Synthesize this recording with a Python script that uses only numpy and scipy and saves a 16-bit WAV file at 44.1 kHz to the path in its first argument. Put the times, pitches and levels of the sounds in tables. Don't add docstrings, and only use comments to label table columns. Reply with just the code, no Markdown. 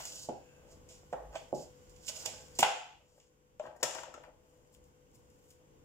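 import sys
import numpy as np
from scipy import signal
from scipy.fft import rfft, irfft, next_fast_len
from scipy.io import wavfile
from scipy.ndimage import uniform_filter1d, map_coordinates

SR = 44100
rng = np.random.default_rng(int(sys.argv[2]) if len(sys.argv) > 2 else 0)


def file_out(sig):
    cols = np.atleast_2d(sig).T
    lim = np.clip(cols, -1, 1)
    pcm = np.round(lim * 32767).astype(np.int16)
    wavfile.write(sys.argv[1], SR, pcm)


def elevation(decibels):
    levels = np.asarray(decibels, float)
    return 10 ** (levels / 20)


N = 257544

# f/Hz, density/dB per Hz
RUMBLE_SPECTRUM = [(12, -32.5), (20, -7.5), (69, 0.5), (140, -10), (239, -10.5), (318, -7), (383, -11.5),
                   (445, -12.5), (492, -3.5), (517, -18.5), (553, -7.5), (633, -24), (1100, -18),
                   (1430, -50), (2420, -120)]
# f/Hz, density/dB per Hz
HISS_SPECTRUM = [(410, -28), (700, -0.5), (985, -3.5), (1280, -8), (1460, -3.5), (1710, -9.5), (2000, -8),
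                 (2510, -9.5), (2900, -7), (4070, -16.5), (6120, -10.5), (7270, -6.5), (9090, -19.5),
                 (14800, -18), (16200, -24.5)]
RUMBLE_DB, HISS_DB = -59, -65.5
# f/Hz, level/dB
MOTOR_HUM = [(145.3, -72.5), (199.2, -82.5), (344.5, -91), (441.4, -76.5)]
WHINE_HZ = 498
# f/Hz, correlation/1
ALIKE = [(60, 0.55), (130, 0.93), (290, 0.83), (640, -0.23), (1410, -0.39), (3100, 0.065), (6820, -0.6),
         (15000, -0.01)]
# f/Hz, left-right level/dB
LEAN = [(60, 2.5), (110, -10.5), (200, 3.5), (380, 6), (700, 2.5), (1290, 1.5), (2380, 2.5), (4400, -1.5),
        (8120, 1.5), (15000, -3)]
# t/s, hold/s, level/dB, rise/s, fall/s
SWAYS = [(1.26, 0.056, -58, 0.23, 0.13), (1.88, .04, -62, 0.067, .15)]
SWAY_HZ, SWAY_WIDTH_HZ = 49, 14
# t/s, hold/s, level/dB, rise/s, fall/s
SWEEPS = [(0.0, 0.016, -46.5, .01, 0.14), (2.23, 0.0075, -53, 0.19, 0.22), (2.62, 0, -60, .4, .4)]

# f/Hz, t60/s
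KITCHEN_T60 = [(100, 0.22), (300, .5), (700, 0.56), (3000, 0.59), (7000, 0.51), (11000, 0.36),
               (15000, 0.17)]
# f/Hz, width/Hz, added gain/1
ALCOVE = (840, 62, 0.45)
ROOM_ALIKE, ROOM_ALIKE_HZ = 0.4, 700
NEAR_WALL, NEAR_WALL_S, FIRST_ECHO_S = 0.3, 0.015, 0.0013
# t/s, left-right level/dB
PLACE = [(0.0, -3), (0.29, -3.5), (0.52, 3), (0.57, -2.5), (1.84, -6.5), (1.9, -9), (2.32, -7),
         (2.39, -3.5), (4.05, 8), (4.11, 6), (5.58, 3.5), (5.84, 9)]
# t/s, dip/dB, recovery/s
GAIN_DUCKS = [
    (0.0, 3, 1.4),
    (2.608, 11, 4.5),
    (3.9, -3.5, .2),
]
GAIN_ATTACK_S = 0.035
# f/Hz, width/Hz, share removed/1
PORT_DIPS = [(3860, 150, 0.17), (4190, 160, 0.43)]
TOP_HZ = 15950

# f/Hz, width/Hz, level/dB
BOARD = [(509.2, 13, 6.5), (635, 57, 5), (690, 37, -16), (837, 110, 2.5), (825, 26, 5), (950, 13, 0.5)]
# f/Hz, width/Hz, level/dB
CLACK = [(960, 120, 1.5), (1133, 90, 1), (1310, 96, 2), (1450, 120, 2.5), (1578, 140, 2), (1856, 120, 1),
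         (2026, 90, -3.5), (2400, 410, -9.5)]
# f/Hz, width/Hz, level/dB
COUNTER = [(134.3, 24, 2), (234, 24, -1.5), (365, 88, 1.5), (413, 30, 0)]
# f/Hz, width/Hz, level/dB
BLADE = [(2002, 200, -4), (2280, 140, 2), (2440, 220, 2), (2675, 150, 2), (2838, 67, 7), (3128, 200, 2.5),
         (3450, 190, 0.5), (4520, 720, -6)]
# f/Hz, width/Hz, level/dB
PRESSED_BLADE = [(1540, 70, -3.5), (2630, 95, -1.5), (3070, 220, 1), (3400, 140, -1), (4650, 1000, -9.5)]
# f/Hz, width/Hz, level/dB
SLIDING_BLADE = [(1570, 39, -0.5), (2640, 90, 0), (6970, 250, -8)]
# f/Hz, level/dB, t60/s
STEEL = [(2826, -36.5, 0.12), (4856, -19, 0.33), (5330, -10, 0.12), (6250, -0.5, 0.04), (6660, -17, 0.16),
         (6918, -41.5, 0.21), (7740, -6, 0.11)]
# f/Hz, density/dB per Hz
SKIN = [(2240, -47), (3800, -6.5), (4960, -2), (5340, 0.5), (6070, -3.5), (6970, 3), (7190, 3), (7480, 0.5),
        (7900, -5), (8400, -14.5), (9800, -24.5), (12700, -49.5), (21600, -120)]
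# f/Hz, density/dB per Hz
FIZZ = [(5000, -30.5), (8500, 0), (9700, 0), (11300, 0), (14800, -4.5), (15600, -3.5), (16200, -21.5)]
# f/Hz, level/dB, t60/s
CUPBOARD = [(721, -2, 0.44), (759, -2.5, 0.52), (813, 0, 0.28), (862, -11.5, 0.51)]

# t/s, hold/s, level/dB, rise/s, fall/s
SLIDES = [(.33, 0.24, -72, .05, 0.22)]
# t/s, hold/s, level/dB, rise/s, fall/s
HONES = [(2.3, .12, -67.5, .15, .05), (3.66, .03, -65, .02, .04)]
# t/s, hold/s, level/dB, rise/s, fall/s
SCRAPES = [(0.0, 0.26, -47, .01, 0.029), (.712, 0.016, -61, 0.046, 0.076), (.908, 0.039, -61, 0.03, 0.13),
           (1.115, .01, -68, .03, .03), (1.36, 0, -54.5, 0.038, .04), (1.38, 0.011, -63, .02, 0.17),
           (1.55, 0.076, -54, 0.015, 0.07), (2.05, 0, -64.5, 0.47, 0.046), (2.092, 0, -36, 0.04, 0.028),
           (2.165, 0.063, -48, 0.12, 0.038), (2.26, 0.0013, -35, 0.014, 0.019),
           (2.284, 0.047, -53, .01, 0.3), (2.552, 0.17, -56.5, 0.0066, .005), (3.09, 0.18, -76, .2, 0.065),
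           (3.62, 0.048, -70, .005, 0.039), (3.815, 0.0076, -66.5, 0.035, 0.0049),
           (3.86, 0.15, -56.5, .005, 0.022), (4.03, 0, -61, .035, 0.084)]
# t/s, hold/s, level/dB, rise/s, fall/s
TEARS = [(2.594, 0.019, -35.5, 0.0046, 0.0053), (3.186, 0, -75.5, 0.17, 0.033),
         (3.764, 0.0057, -71, 0.0095, 0.027), (4.476, 0.053, -81, 0.13, 0.63),
         (4.745, 0.00055, -68, .05, 0.047), (4.852, 0.00049, -77.5, 0.064, .12),
         (5.15, 0.011, -69, 0.027, 0.054), (5.44, 0.051, -76.5, 0.022, 0.033), (5.3, .19, -79, 0.34, 0.046),
         (5.51, 0, -63, 0.024, 0.034), (5.53, 0, -70.5, 0.0087, 0.056)]
# t/s, hold/s, level/dB, rise/s, fall/s
DRAGS = [(0.0, 0.02, -55.5, .01, 0.097), (.1, 0.15, -60.5, .05, 0.034), (.288, 0.027, -56, 0.0012, 0.0038),
         (.712, 0, -62.5, 0.61, 0.14), (.908, 0, -59, 0.04, .04), (1.36, 0, -37, 0.041, 0.015),
         (2.092, 0.0000086, -45.5, 0.016, 0.045), (2.186, 0, -55.5, 0.15, .15),
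         (2.26, 0.013, -50.5, 0.017, 0.064), (2.284, 0.096, -56.5, .01, 0.09),
         (2.592, 0.1, -41.5, 0.0038, 0.071), (3.0, 0.0029, -64.5, .01, 0.14), (3.186, 0, -66.5, 0.1, 0.039),
         (3.63, 0.045, -49, 0.0033, 0.077), (3.815, 0, -56, 0.024, 0.0034),
         (3.87, 0.13, -45.5, 0.026, 0.033), (4.03, 0.029, -52, 0.024, 0.12),
         (4.143, 0.0012, -53.5, .004, 0.049), (4.236, 0.012, -53, 0.02, 0.1),
         (4.476, 0.042, -71, 0.16, 0.99), (5.618, 0, -67, 0.047, 0.072)]
SCRAPE_BLADE_DB, SCRAPE_FIZZ_DB = -11.5, -12.5
TEAR_BLADE_DB, TEAR_FIZZ_DB, DRAG_BLADE_DB = -11, -1.5, -20

# t/s, peak level/dB
SNAPS = [(3.1794, -68), (4.6733, -66), (4.7474, -58), (4.8404, -65), (5.115, -65), (5.155, -55),
         (5.302, -63), (5.3894, -66), (5.4405, -66), (5.5046, -53)]
# t/s, peak level/dB, blade under it/dB, t60/s
CRACKS = [(.0534, -28, -19.5, 0.004), (.058, -34, -24, 0.0091), (.1321, -46, -34, 0.036),
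          (.2897, -47, -7, 0.023), (.8889, -49.5, -14, 0.34), (1.1288, -51.5, -2.5, 0.034),
          (1.335, -65, -10, 0.029), (1.354, -50, 3.5, 0.044), (1.365, -48, -10, 0.018),
          (1.8956, -53.5, -70, 0.071), (1.9624, -55, -8.5, 0.033), (2.0687, -41.5, -18.5, 0.017),
          (2.0802, -32, -9, 0.0077), (2.09, -37.5, -12.5, 0.015), (2.095, -34.5, -9.5, 0.016),
          (2.1606, -40, -9.5, 0.022), (2.256, -35.5, -10, .008), (2.2595, -25.5, -12.5, 0.004),
          (2.2635, -33.5, -14, 0.0081), (2.4828, -52, -11, .01), (2.2731, -38.5, -10, 0.018),
          (2.588, -22, -15, 0.011), (2.5905, -16, -14, 0.0067), (2.5965, -24.5, -12.5, 0.011),
          (2.607, -24.5, -13.5, 0.0061), (2.617, -31, -14, 0.0086), (2.6285, -23, 2, 0.0043),
          (2.6347, -32, 4, 0.012), (3.83, -18, -14, 0.016), (3.8363, -24.5, -37.5, 0.018),
          (3.909, -38, -11, .022), (3.9494, -36, -11, 0.023)]
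# t/s, peak level/dB, blade under it/dB, t60/s
CLICKS = [(2.6274, -21.5, -10, 0.012), (3.5957, -49.5, -3.5, 0.035), (3.8695, -38.5, -17.5, 0.0087),
          (3.9845, -47, 2, .008), (3.662, -59.5, 0.5, .01), (4.7476, -65, 1, .006),
          (4.178, -62, -22, 0.011), (3.9894, -43.5, -5, 0.014), (4.0337, -43.5, -7.5, 0.029),
          (3.8, -62, -10, .01), (4.141, -48, -8, 0.036), (3.2, -54, -10, 0.011), (5.506, -64.5, -1, 0.0042)]
CRACK_FIZZ_DB, CLICK_FIZZ_DB = -27, -50.5
SNAP_FIZZ_DB, SNAP_BLADE_DB, SNAP_T60_S = -18.5, -16, 0.019
# t/s, peak level/dB
SPIKES = [(.0536, -31), (2.0687, -38), (2.6245, -34), (2.6285, -22), (3.8299, -14), (3.949, -38),
          (4.0339, -40), (4.1407, -42), (4.2365, -51), (5.1552, -60), (5.5038, -54)]
SPIKE_LOW_HZ, SPIKE_HIGH_HZ = 1500, 12000
# t/s, level/dB
KNIFE_RINGS = [(1.355, -47), (1.369, -49), (3.597, -76.5), (3.829, -53)]
# t/s, knock peak level/dB, pitch f/Hz, clack under it/dB
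TAPS = [(.002, -43.5, 800, -29), (.052, -45.5, 754, -8), (.719, -59, 662, -10), (1.032, -54, 620, -13),
        (1.25, -48, 650, -20), (3.179, -58.5, 606, -18), (3.638, -41.5, 585, -13), (3.655, -42.5, 900, -11),
        (3.671, -42.5, 630, -16), (3.762, -50, 600, -12), (3.915, -54, 590, -14), (3.953, -36.5, 900, -9.5),
        (3.984, -41.5, 900, -3), (4.032, -45.5, 584, 2), (4.084, -45, 595, -31), (4.14, -51, 955, 5.5),
        (4.146, -45.5, 555, -16.5), (4.177, -43, 577, -13), (4.237, -56.5, 950, 5.5),
        (3.804, -48, 610, -15), (4.281, -48, 602, -22.5)]
# t/s, knock peak level/dB, pitch f/Hz, damping/1 (width over pitch), clack/dB
THUMPS = [(.287, -28, 610, 0.24, -42), (.2915, -29.5, 620, 0.5, -13.5), (1.527, -24.5, 580, 0.34, -26),
          (1.538, -30, 556, 0.23, -48), (1.53, -38, 150, .12, -40), (1.13, -46, 150, .12, -40),
          (2.59, -27, 656, 0.42, -2.5), (3.83, -36, 504, 0.34, -17.5)]
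# t/s, knock peak level/dB, pitch f/Hz, damping/1 (width over pitch), clack/dB
CHOPS = [(1.127, -27.5, 602, 0.19, -16.5), (1.133, -28, 776, 0.48, -23), (1.141, -33, 630, 0.59, -17.5),
         (1.335, -50, 810, 0.42, -10), (1.343, -46, 760, .4, -8), (1.354, -36, 715, 0.61, -12),
         (2.257, -36, 730, 0.47, -24), (2.6278, -25, 660, 0.2, 5), (2.6335, -22, 870, 0.34, -10.5),
         (3.598, -39.5, 610, 0.3, -7), (3.8275, -30, 612, 0.23, -5), (3.8295, -29, 661, 0.43, -1.5),
         (3.836, -33, 625, 0.12, -4)]
FLESH_HZ = 950
THUMP_THUD_DB, CHOP_THUD_DB, TAP_THUD_DB = -7, -35.5, -18
TAP_DAMPING = 0.31
# t/s, peak level/dB, pitch f/Hz, pressed/s, t60 after/s
SLAMS = [
    (2.6277, -14, 800, .0035, .008),
    (3.5975, -36, 614, .014, 0.024),
]
# t/s, level/dB
BOOMS = [(2.632, -36)]


def unit(x):
    return x / np.sqrt(np.mean(x ** 2) + 1e-20)


def peak(x):
    return x / np.max(np.abs(x))


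def both(a_db, b_db):
    return 10 * np.log10(elevation(a_db) ** 2 + elevation(b_db) ** 2)


def along(points, hz):
    f, value = np.transpose(points)
    return np.interp(np.log(hz + 1), np.log(f + 1), value)


def wobble(rate):
    knots = rng.standard_normal(int(N * rate / SR) + 4)
    return map_coordinates(knots, [np.arange(N) * rate / SR])


def filtered(x, response):
    m = next_fast_len(x.shape[-1] + 8192)
    spectrum = rfft(x, m) * response(np.fft.rfftfreq(m, 1 / SR))
    return irfft(spectrum, m)[..., :x.shape[-1]]


def modes_at(f, centre, width):
    return 1j * f * width / (centre ** 2 - f * f + 1j * f * width)


def modes(table, spread_db=0):
    gains = [elevation(db + luck) for (_, _, db), luck in zip(table, rng.normal(0, 1, len(table)) * spread_db)]

    def response(f):
        return sum((-1) ** k * gains[k] * modes_at(f, centre, width)
                   for k, (centre, width, _) in enumerate(table))
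    return response


def colour(spectrum):
    return lambda hz: elevation(along(spectrum, hz))


def strokes(rows):
    t = np.arange(N) / SR
    power = 1e-14
    for start, hold, db, rise, fall in rows:
        away = np.maximum((start - t) / rise, (t - start - hold) / fall)
        power = power + elevation(db - 20 * np.clip(away, 0, 8)) ** 2
    return 10 * np.log10(power)


def gain_db():
    total = np.zeros(N)
    for start, dip_db, recovery in GAIN_DUCKS:
        t = np.maximum(np.arange(N) / SR - start, 0)
        total -= dip_db * (1 - np.exp(-t / GAIN_ATTACK_S)) * np.exp(-t / recovery)
    return total


def hands_pan_db():
    return np.interp(np.arange(N) / SR, *np.transpose(PLACE))


def placed(x, pan_db, lag_s):
    late = filtered(x, lambda hz: np.exp(-2j * np.pi * hz * lag_s))
    return np.array([x * elevation(pan_db / 2), late * elevation(-pan_db / 2)])


def kitchen(x, length):
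    hz, t, z = signal.stft(rng.standard_normal((2, 30000)), SR, nperseg=256)
    shared = ROOM_ALIKE / (1 + (hz[:, None] / ROOM_ALIKE_HZ) ** 2)
    common = np.sqrt(shared) * (z[0] + z[1]) / np.sqrt(2)
    z = common + np.sqrt(1 - shared) * z * np.array([[[1]], [[1j]]])
    decay = elevation(-60 * t / along(KITCHEN_T60, hz)[:, None])
    tail = signal.istft(z * decay, SR, nperseg=256)[1]
    t = np.arange(tail.shape[1]) / SR
    onset = 1 - np.exp(-(t / FIRST_ECHO_S) ** 2)
    tail = tail * onset * (1 + NEAR_WALL * np.exp(-t / NEAR_WALL_S))
    centre, width, lift = ALCOVE
    tail = filtered(tail, lambda f: 1 + lift * modes_at(f, centre, width))
    return signal.fftconvolve(x[None], tail / np.linalg.norm(tail[0]), axes=1)[:, :length]


def strike(rows, sound, wet_db, gate_db):
    out, wet = np.zeros((2, N + SR)), np.zeros((2, N + SR))
    pan_db = hands_pan_db()
    for start, *how in rows:
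        dry, at = sound(*how), round(start * SR)
        out[:, at:at + len(dry)] += placed(dry, pan_db[at], lag_s=0.00013)
        tail_pan = elevation(pan_db[at] * np.array([[0.25], [-0.25]]))
        wet[:, at:at + 30000] += elevation(wet_db) * kitchen(dry, 30000) * tail_pan
    out, wet = out[:, :N], wet[:, :N]
    power = np.abs(uniform_filter1d(np.mean(wet ** 2, axis=0), size=1300)) + 1e-20
    gate = 1 / (1 + (elevation(gate_db + gain_db()) ** 2 / power) ** 2)
    return out + wet * gate


def rush(spectrum):
    def mid_side(hz):
        turn = np.arccos(along(ALIKE, hz)) / 2
        return colour(spectrum)(hz) * np.array([np.cos(turn), np.sin(turn)])

    def lean(hz):
        return elevation(along(LEAN, hz) * np.array([[0.5], [-0.5]]))

    mid, side = filtered(rng.standard_normal((2, N)), mid_side)
    return unit(filtered(np.array([mid + side, mid - side]), lean))


def motor():
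    t = np.arange(N) / SR
    hum = 0
    for hz, db in MOTOR_HUM:
        hum = hum + elevation(db + 64.5 + 1.2 * wobble(8.1)) * np.sin(2 * np.pi * hz * t + 0.5 * wobble(27))
    whine = elevation(-3 + 2.5 * wobble(10)) * np.sin(2 * np.pi * WHINE_HZ * t + 0.5 * wobble(6))
    return (hum + elevation(-1.5) * whine) * elevation([[2.5], [-2.5]])


def background():
    rumble_db = RUMBLE_DB + gain_db()
    hiss_db = both(HISS_DB + gain_db(), strokes(SWEEPS))
    swell_db = 1.3 * wobble(8)
    low = elevation(-1.5 + swell_db) * rush(RUMBLE_SPECTRUM) + motor()
    sway = unit(filtered(rng.standard_normal(N), lambda f: modes_at(f, SWAY_HZ, SWAY_WIDTH_HZ) ** 2))
    return elevation(strokes(SWAYS)) * sway + elevation(rumble_db) * low + elevation(hiss_db - 1.5) * rush(HISS_SPECTRUM)


def boom(ring_db):
    t = np.arange(24000) / SR
    ring = sum(elevation(db - 60 * t / t60) * np.sin(2 * np.pi * (hz * t + rng.random()))
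               for hz, db, t60 in CUPBOARD)
    return elevation(ring_db) * ring * (1 - np.exp(-t / 0.027))


def grains(rate, spread_db):
    size = np.minimum(rng.exponential(1, N), 3.5)
    slipping = rng.random(N) < rate / SR
    slips = slipping * elevation(spread_db * size) * np.tanh(rng.standard_normal(N))
    return unit(slips) + 0.73 * rng.standard_normal(N)


def shaken(slips, level_db, response):
    norm = np.sqrt(np.mean(filtered(slips, response) ** 2))
    return filtered(slips * elevation(level_db), response) / norm


def sliding():
    slips = grains(rate=900, spread_db=3)
    slide = shaken(slips, strokes(SLIDES), modes(SLIDING_BLADE))
    hone = shaken(slips, strokes(HONES), modes(SLIDING_BLADE[:1]))
    dry = slide + hone
    return placed(dry, hands_pan_db(), lag_s=0.00013) + elevation(-6.5) * kitchen(dry, N)


def rubbing():
    scrape_db, tear_db, drag_db = strokes(SCRAPES), strokes(TEARS), strokes(DRAGS)
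    rustle_db = both(scrape_db, tear_db)
    fizz_db = both(scrape_db + SCRAPE_FIZZ_DB, tear_db + TEAR_FIZZ_DB)
    blade_db = both(scrape_db + SCRAPE_BLADE_DB, tear_db + TEAR_BLADE_DB)
    blade_db = both(blade_db, drag_db + DRAG_BLADE_DB)
    clumps_db = 1.5 * wobble(80)
    slips = grains(rate=3500, spread_db=1.5)
    skin = shaken(slips, rustle_db + clumps_db - 3.5, colour(SKIN))
    fizz = shaken(slips, fizz_db + clumps_db - 3.5, colour(FIZZ))
    blade = shaken(grains(rate=680, spread_db=6.5), blade_db + clumps_db - 4.5, modes(PRESSED_BLADE))
    drags = grains(rate=700, spread_db=2.5)
    drag = shaken(drags, drag_db - 4.5, modes(BOARD)) + shaken(drags, drag_db - 14.5, modes(CLACK))
    drag = filtered(drag, lambda f: 1 / (1 + 1j * f / 3000) ** 2)
    dry = skin + fizz + blade + drag
    return placed(dry, hands_pan_db(), lag_s=0.00014) + elevation(-7.5) * kitchen(dry, N)


def burst(t60):
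    t = np.arange(6144) / SR
    snap = rng.standard_normal(len(t)) + 3 * (t == t[4])
    z = rfft(snap * elevation(-60 * t / t60))
    even = irfft(z / np.sqrt(uniform_filter1d(np.abs(z) ** 2, size=13)))
    return even * elevation(-60 * (t / (1.8 * t60)) ** 2)


def tick(crack_db, blade_db, fizz_db, t60):
    snap = burst(t60 + 0.0062)
    crack = elevation(crack_db) * peak(filtered(snap, colour(SKIN)))
    fizz = elevation(fizz_db + 17) * peak(filtered(snap, colour(FIZZ)))
    blade = elevation(blade_db + 4.5) * peak(filtered(snap, modes(BLADE)))
    return crack + fizz + blade


def spike(peak_db):
    click = 1.0 * (np.arange(2048) == 2)
    band = lambda f: 1j * f / (SPIKE_LOW_HZ + 1j * f) / (1 + 1j * f / SPIKE_HIGH_HZ)
    return -elevation(peak_db) * peak(filtered(click, band))


def steel(ring_db):
    t = np.arange(8000) / SR
    longest_s = 0.18
    ring = 0
    for hz, db, t60 in STEEL:
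        level_db = ring_db + db + rng.normal(0, 3)
        ring = ring + elevation(level_db - 60 * t / min(t60, longest_s)) * np.sin(2 * np.pi * hz * t)
    return ring


def slam(peak_db, hz, pressed, t60):
    t = np.arange(6144) / SR
    shape = (1 - np.exp(-t * hz / 0.15)) * elevation(-60 * np.maximum(t - pressed, 0) / t60)
    return -elevation(peak_db) * shape * np.sin(2 * np.pi * hz * t)


def knock(knock_db, hz, damping, thud_db, clack_db):
    t = np.arange(6144) / SR
    contact = 0.12 / hz
    push = np.exp(-0.5 * (t / contact - 3) ** 2)
    spot, board, counter = modes([(hz, hz * damping, 0)]), modes(BOARD, spread_db=1), modes(COUNTER)

    def wood_response(f):
        radiated = (1j * f / (300 + 1j * f)) ** 2
        radiated = radiated / (1 - (f / 1150) ** 2 + 1.2j * f / 1150)
        return (spot(f) + elevation(-3) * damping / 0.65 * board(f)) * radiated

    wood = filtered(push, wood_response)
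    thud = filtered(push, lambda f: counter(f) * (1j * f / (95 + 1j * f)) ** 2)
    thud = thud * np.cos(np.pi / 2 * t / t[-1]) ** 2
    clack = filtered(burst(0.018), modes(CLACK, spread_db=4))
    return elevation(knock_db) * peak(wood) + elevation(thud_db + 3) * peak(thud) + elevation(clack_db + 3) * peak(clack)


def crunches():
    ticks = [(s, db, db + SNAP_BLADE_DB, db + SNAP_FIZZ_DB, SNAP_T60_S) for s, db in SNAPS]
    for rows, fizz in ((CRACKS, CRACK_FIZZ_DB), (CLICKS, CLICK_FIZZ_DB)):
        ticks += [(s, db, db + blade, db + fizz, t60) for s, db, blade, t60 in rows]
    return strike(ticks, tick, wet_db=-2, gate_db=-69.5)


def blows():
    soft = [(s, db, hz, damp, db + THUMP_THUD_DB, db + clack) for s, db, hz, damp, clack in THUMPS]
    hard = [(s, db, hz, damp, db + CHOP_THUD_DB, db + clack) for s, db, hz, damp, clack in CHOPS]
    hard += [(s, db, hz, TAP_DAMPING, db + TAP_THUD_DB, db + clack) for s, db, hz, clack in TAPS]
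    flesh = lambda f: -elevation(-3) / (1 - (f / FLESH_HZ) ** 2 + 0.9j * f / FLESH_HZ) ** 2
    thumps = filtered(strike(soft, knock, wet_db=-3.5, gate_db=-54), flesh)
    return thumps + strike(hard, knock, wet_db=-2.5, gate_db=-59)


def scene():
    mix = background() + strike(BOOMS, boom, wet_db=-4.5, gate_db=-60)
    mix += sliding() + rubbing() + crunches()
    mix += strike(SPIKES, spike, wet_db=-9, gate_db=-70)
    mix += strike(KNIFE_RINGS, steel, wet_db=-7.5, gate_db=-98)
    mix += strike(SLAMS, slam, wet_db=-7, gate_db=-60.5)
    return mix + blows()


def low_pass(x):
    return signal.sosfilt(signal.butter(12, 16460, fs=SR, output="sos"), x)


def record(dry):
    def port(hz):
        dips = [1 - share * modes_at(hz, centre, width) for centre, width, share in PORT_DIPS]
        return np.prod(dips, axis=0) / (1 + (hz / TOP_HZ) ** 60)

    return low_pass(filtered(dry, port))


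dry = scene()
out = record(dry)
file_out(out)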